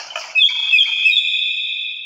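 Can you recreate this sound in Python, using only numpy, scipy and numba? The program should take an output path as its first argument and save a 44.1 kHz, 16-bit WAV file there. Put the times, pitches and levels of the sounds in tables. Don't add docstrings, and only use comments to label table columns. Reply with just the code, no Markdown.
import sys
import numpy as np
from scipy import signal
from scipy.fft import rfft, irfft
from scipy.io import wavfile
from scipy.ndimage import uniform_filter1d, minimum_filter1d
from numba import njit

SR = 44100
rng = np.random.default_rng(int(sys.argv[2]) if len(sys.argv) > 2 else 0)


def wav_out(sig):
    wavfile.write(sys.argv[1], SR, np.round(np.clip(np.atleast_2d(sig).T, -1, 1) * 32767).astype(np.int16))


N = 90404

# (frequency [Hz], density [dB per Hz])
ROOM_TONE_SPECTRUM = [(24, -43.5), (40, -15.5), (80, 0.5), (180, -10.5), (292, -8.5), (633, -16.5),
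                      (1150, -13.5), (1260, -3.5), (1400, -27), (1900, -11.5), (3000, -32), (7600, -38),
                      (8000, -61)]
# (time [s], level [dB])
ROOM_TONE_LEVEL = [(0., -87), (.35, -101), (.6, -99), (1.2, -81), (1.55, -79.5), (1.7, -83.5),
                   (2.05, -87.5)]
TONE_SWELL_DB, HISS_DB = 2.2, -100

# (time [s], level [dB], rattle [dB], jingle [dB])
KNOCKS = [(0., -61, -54, -56), (0.156, -39.5, -50.5, -58.5), (.172, -46, -61.5, -59.5),
          (0.191, -53.5, -69, -54.5)]
# (frequency [Hz], level [dB], t60 [s])
CAGE_MODES = [(638, -8.5, 0.15), (687, -4.5, 0.082), (1260, 2, .03), (1727, -3, .04), (2490, 10, .025),
              (3020, 5.5, 0.031), (5430, -25.5, .04), (6970, -10, .04)]
# (frequency [Hz], level [dB], t60 [s])
RINGING_WIRES = [(4225, -61, .5), (5328, -64, .5)]
# (frequency [Hz], density [dB per Hz])
RATTLE_SPECTRUM = [(120, -56.5), (200, -21.5), (395, -23.5), (642, -2.5), (1000, -0.5), (1100, -8.5),
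                   (1270, -1.5), (1910, -11.5), (2400, -1), (2960, -3.5), (3800, -24), (7000, -19.5),
                   (8000, -44.5), (9000, -44), (15500, -50)]
JINGLE_SPECTRUM = [(3900, -25), (4300, -6.5), (4800, 0.5), (5400, 0), (6900, -15), (7600, -25),
                   (8200, -63.5)]
AIR_SPECTRUM = [(7000, -29.5), (8300, -11), (9000, 6), (10000, -30), (11500, -4), (13500, -11.5),
                (15300, 1)]
RATTLE_T60_S, JINGLE_T60_S, AIR_T60_S = 1, 0.71, 0.353
AIR_DB = -36
GRAIN_DB, PATCH_DB = 1.5, 3.5

# (time [s], length [s], start [Hz], end [Hz], level [dB], second partial [dB])
CHIRPS = [(.102, 0.013, 3000, 3075, -49, -41.5), (0.487, 0.015, 2190, 2397, -24, -13.5),
          (0.855, 0.019, 2155, 2458, -25.5, -16.5)]
# (time [s], pitch [Hz], level [dB])
LOW_NOTES = [
    [(0.348, 2694, -53), (0.366, 2511, -28.5), (0.376, 2585, -22.5), (0.396, 2555, -19),
     (0.412, 2474, -33.5)],
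    [(0.706, 2608, -28), (0.716, 2670, -38.5), (0.732, 2573, -19), (0.748, 2576, -14.5),
     (0.77, 2403, -14.5), (0.782, 2585, -16.5)],
    [(1.04, 2567, -57.5), (1.046, 2553, -26), (1.058, 2573, -17.5), (1.074, 2630, -12),
     (1.092, 2426, -22.5), (1.1, 2468, -9.5), (1.108, 2562, -29)],
]
HIGH_NOTES = [
    [(.378, 3734, -41), (.39, 3644, -34.5), (.423, 3452, -13), (.435, 3174, -14.5), (.447, 3332, -9.5),
     (.457, 3370, -14), (.468, 3587, -10.5)],
    [(.778, 3680, -66), (.787, 3475, -5.5), (.794, 3322, -15.5), (.802, 3457, -13.5), (.812, 3161, -5.5),
     (.826, 3370, -24), (.836, 3380, -18)],
    [(1.108, 3880, -16), (1.115, 3787, -23), (1.14, 3720, -20), (1.155, 3680, -20.5), (1.17, 3470, -13.5),
     (1.185, 3402, -24.5), (1.2, 3666, -19.5)],
]
# (multiple of the pitch, level [dB])
LOW_OVERTONES = [(2, -24.5), (3, -35), (4, -49), (5, -54.5), (6, -38.5)]
HIGH_OVERTONES = [(2, -32.5), (3, -55)]
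HIGH_FLUTTER = [.05, .1, 0.42]
FACING_DB = [-0.7, 1.5, -7.5]
# (frequency [Hz], density [dB per Hz])
WHISTLE_BREATH_SPECTRUM = [(3000, -25.5), (4200, -3), (6000, -5), (7500, -1.5), (8000, -38), (15500, -35)]
WHISTLE_BREATH_DB = -42
OVERTONE_REF_DB = -13.5
OVERTONE_GROWTH = 0.53
OVERTONE_DIRECT_DB, OVERTONE_DULL_HZ = 0.5, 6500

# (frequency [Hz], t60 [s])
ROOM_T60 = [(1000, 0.97), (2500, 2.03), (3500, 1.76), (7000, 1.237), (15000, 0.38)]
# (delay [s], level [dB])
ECHOES = [(0.012, -6), (.021, -13)]
ROOM_DB, ROOM_BUILD_S, ROOM_GAP_S = -7.5, 0.01, 0.0039
ROOM_TREBLE_DB = 7

# (time [s], level [dB])
TICKS = [(.471, -40), (.49, -32.5), (.739, -66), (.833, -30.5), (1.081, -46), (1.165, -45), (1.189, -48.5),
         (1.197, -53.5)]
# (frequency [Hz], density [dB per Hz])
TICK_SPECTRUM = [(1000, -25), (1700, 6), (5000, 9), (7500, -8), (8000, -54.5)]
TICK_T60_S, TICK_WET_DB = 0.02, 5.5

# (time [s], length [s], pitch [Hz], level [dB], breath relative to voice [dB])
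CHATTER = [(0.499, 0.029, 504, -44, -6), (0.543, 0.033, 494, -48.5, -6.5), (0.589, 0.018, 464, -49.5, -3),
           (0.621, 0.047, 470, -54.5, -0.5), (0.667, 0.03, 469.5, -55.5, 11.5),
           (0.707, 0.018, 452, -58.5, 3), (0.863, 0.041, 475.2, -45, -0.5), (0.908, 0.024, 454, -51, 1.5),
           (0.962, 0.0092, 442.5, -54, 9), (0.986, 0.019, 438, -55, 7), (1.022, 0.0093, 429, -53.5, 10),
           (1.157, 0.018, 466, -88.5, 1.5), (1.177, 0.018, 443, -56, 7.5)]
# (frequency [Hz], nominal width [Hz], level [dB])
THROAT = [(526, 27, -21.5), (954, 200, 0), (1280, 210, 0), (1513, 360, -3), (2050, 300, -6.5)]
# (frequency [Hz], density [dB per Hz])
CHATTER_HISS_SPECTRUM = [(3000, -24.5), (4300, 0), (5800, -7.5), (7400, -19.5), (7900, -49)]
CHATTER_HISS_DB, CHATTER_WET_DB = -3.5, -10
CHATTER_JITTER = .02

AGC_TOP_DB, AGC_RATIO, AGC_MAX_DB = -4, 2.524, 21.5
AGC_ATTACK_S, AGC_RELEASE_S = 0.0037, 0.074
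LIMIT_DB, SQUARE, TOP_HZ = -4, 0.0089, 15700


def undb(db):
    return 10 ** (np.asarray(db) / 20)


def unit(x):
    return x / np.sqrt(np.mean(x ** 2))


def smooth_noise(size, passes=1):
    x = rng.standard_normal(N)
    for _ in range(passes):
        x = uniform_filter1d(x, size=size)
    return unit(x)


def noise(spectrum):
    hz, db = np.array(spectrum, float).T
    f = np.maximum(np.arange(N // 2 + 1) * SR / N, 1)
    shape = undb(np.interp(np.log(f), np.log(hz), db))
    return unit(irfft(rfft(rng.standard_normal(N)) * shape, N))


def band(x, hz, width):
    return signal.lfilter(*signal.iirpeak(hz, hz / width, SR), x)


def decay(t, t60):
    return (t >= 0) * np.exp(-np.log(1000) * np.maximum(t, 0) / t60)


def room_tone(t):
    level_db = np.interp(t, *np.array(ROOM_TONE_LEVEL).T) + TONE_SWELL_DB * smooth_noise(2000, 2)
    return undb(level_db) * noise(ROOM_TONE_SPECTRUM) + undb(HISS_DB) * rng.standard_normal(N)


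def patchy(x):
    z = signal.stft(x, SR, nperseg=512)[2]
    walk = uniform_filter1d(rng.standard_normal(z.shape), size=2, axis=0)
    walk = uniform_filter1d(walk, size=8, axis=1)
    return unit(signal.istft(z * undb(PATCH_DB * unit(walk)), SR, nperseg=512)[1][:N])


def wire_noise(spectrum, power):
    grain = undb(GRAIN_DB * smooth_noise(250))
    return np.sqrt(power) * grain * patchy(noise(spectrum))


def cage(t):
    ring, air, rattle, jingle = np.zeros((4, N))
    for s, db, rattle_db, jingle_db in KNOCKS:
        since = t - s
        soft = np.clip(since / 0.0042, 0, 1)
        modes = sum(undb(d) * np.sin(2 * np.pi * f * since) * decay(since, t60) for f, d, t60 in CAGE_MODES)
        ring += undb(db) * soft * modes
        air += undb(db + AIR_DB) * decay(since, AIR_T60_S)
        rattle += (undb(rattle_db) * decay(since, RATTLE_T60_S)) ** 2
        jingle += (undb(jingle_db) * decay(since, JINGLE_T60_S)) ** 2
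    wires = sum(undb(d) * np.sin(2 * np.pi * f * t) * decay(t, t60) for f, d, t60 in RINGING_WIRES)
    loose = wire_noise(RATTLE_SPECTRUM, rattle) + wire_noise(JINGLE_SPECTRUM, jingle)
    return ring + air * noise(AIR_SPECTRUM) + wires + loose


def whistle(t, note, overtones, flutter_share=0.):
    s, hz, db = np.array(note, float).T
    phase = 2 * np.pi * np.cumsum(uniform_filter1d(np.interp(t, s, hz), size=130)) / SR
    edge = np.sin(np.clip(np.minimum(t - s[0], s[-1] - t) / .004, 0, 1) * np.pi / 2) ** 2
    flutter = 1 + flutter_share * smooth_noise(150, 2)
    level = uniform_filter1d(undb(np.interp(t, s, db)), size=130) * edge * flutter
    effort = (np.abs(level) / undb(OVERTONE_REF_DB)) ** OVERTONE_GROWTH
    top = sum(undb(d) * np.sin(round(k) * phase) for k, d in overtones)
    return np.sqrt(2) * level * np.array([np.sin(phase), effort * top])


def chirp(t, s, length, start_hz, end_hz, db, partial_db):
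    overtone_db = partial_db + OVERTONE_GROWTH * (OVERTONE_REF_DB - db)
    return whistle(t, [(s, start_hz, db), (s + length, end_hz, db)], [(2, overtone_db)]).sum(axis=0)


def song(t):
    chirps = sum(chirp(t, *c) for c in CHIRPS)
    low = sum(whistle(t, n, LOW_OVERTONES) for n in LOW_NOTES)
    high = [whistle(t, n, HIGH_OVERTONES, r) for n, r in zip(HIGH_NOTES, HIGH_FLUTTER)]
    dull = signal.sosfilt(signal.butter(2, OVERTONE_DULL_HZ, fs=SR, output="sos"), low[1])
    direct_low = low[0] + undb(OVERTONE_DIRECT_DB) * dull
    direct_high = sum(undb(db) * h[0] for h, db in zip(high, FACING_DB))
    direct = direct_low + chirps + direct_high
    envelope = np.abs(signal.hilbert(direct))
    breath = undb(WHISTLE_BREATH_DB) * envelope * noise(WHISTLE_BREATH_SPECTRUM)
    sent = (low + sum(high)).sum(axis=0) + chirps + breath
    return direct + breath, sent


def room(x, t):
    hz, t60 = np.array(ROOM_T60).T
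    f, s, z = signal.stft(rng.standard_normal(N), SR, nperseg=256)
    fall = np.exp(-np.log(1000) * s / np.interp(f, hz, t60)[:, None])
    bright = undb(ROOM_TREBLE_DB * (f / TOP_HZ) ** 2)[:, None]
    late = np.maximum(t - ROOM_GAP_S, 0)
    tail = signal.istft(z * fall * bright, SR, nperseg=256)[1][:N] * (1 - np.exp(-late / ROOM_BUILD_S))
    tail = tail / np.sqrt(np.sum(tail ** 2))
    near = sum(undb(db) * np.interp(t - lag, t, x, left=0) for lag, db in ECHOES)
    return near + undb(ROOM_DB) * signal.fftconvolve(x, tail)[:N]


def ticks(t):
    snaps = noise(TICK_SPECTRUM) * sum(undb(db) * decay(t - s, TICK_T60_S) for s, db in TICKS)
    return signal.sosfilt(signal.butter(6, [1300, 7400], "band", fs=SR, output="sos"), snaps)


def throat(x):
    return unit(sum(undb(d) * band(band(x, f, 1.2 * w), f, 1.2 * w) for f, w, d in THROAT))


def chatter(t):
    s, length, hz, db, breath_db = np.array(CHATTER).T
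    jitter = 1 + CHATTER_JITTER * smooth_noise(400)
    phase = 2 * np.pi * np.cumsum(np.interp(t, s, hz) * jitter) / SR
    voiced = throat(sum(np.cos(k * phase) for k in range(1, 6)))
    breath = undb(np.interp(t, s + length / 2, breath_db))
    voice = (voiced + breath * throat(rng.standard_normal(N))) / np.hypot(1, breath)
    gate = sum(undb(d) * np.clip(np.minimum(t - a, a + n - t) / .003, 0, 1)
               for a, n, d in zip(s, length, db))
    return voice * gate, undb(CHATTER_HISS_DB) * noise(CHATTER_HISS_SPECTRUM) * gate


def scene():
    t = np.arange(N) / SR
    tone, knocks = room_tone(t), cage(t)
    direct, sent = song(t)
    snaps = ticks(t)
    buzz, hiss = chatter(t)
    wet = room(sent + undb(CHATTER_WET_DB) * buzz + hiss + undb(TICK_WET_DB) * snaps, t)
    return (direct + buzz + hiss + snaps + wet + knocks + tone)[None]


@njit
def follow(x, attack, release):
    e, out = 0., np.empty(len(x))
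    for i in range(len(x)):
        e += (x[i] - e) * (attack if x[i] > e else release)
        out[i] = e
    return out


def record(dry):
    size = np.abs(signal.hilbert(dry[0])) + 1e-9
    level = follow(size, 1 / (AGC_ATTACK_S * SR), 1 / (AGC_RELEASE_S * SR)) + 1e-9
    gain = np.clip((undb(AGC_TOP_DB) / level) ** (1 - 1 / AGC_RATIO), 0, undb(AGC_MAX_DB))
    hold = minimum_filter1d(np.minimum(undb(LIMIT_DB) / (size * gain), 1), size=200)
    x = dry * gain * uniform_filter1d(uniform_filter1d(hold, size=100), size=100)
    x = x + SQUARE * signal.sosfilt(signal.butter(4, 120, "high", fs=SR, output="sos"), x ** 2)
    return signal.sosfilt(signal.ellip(10, .2, 70, TOP_HZ, fs=SR, output="sos"), x)


dry = scene()
out = record(dry)
wav_out(out)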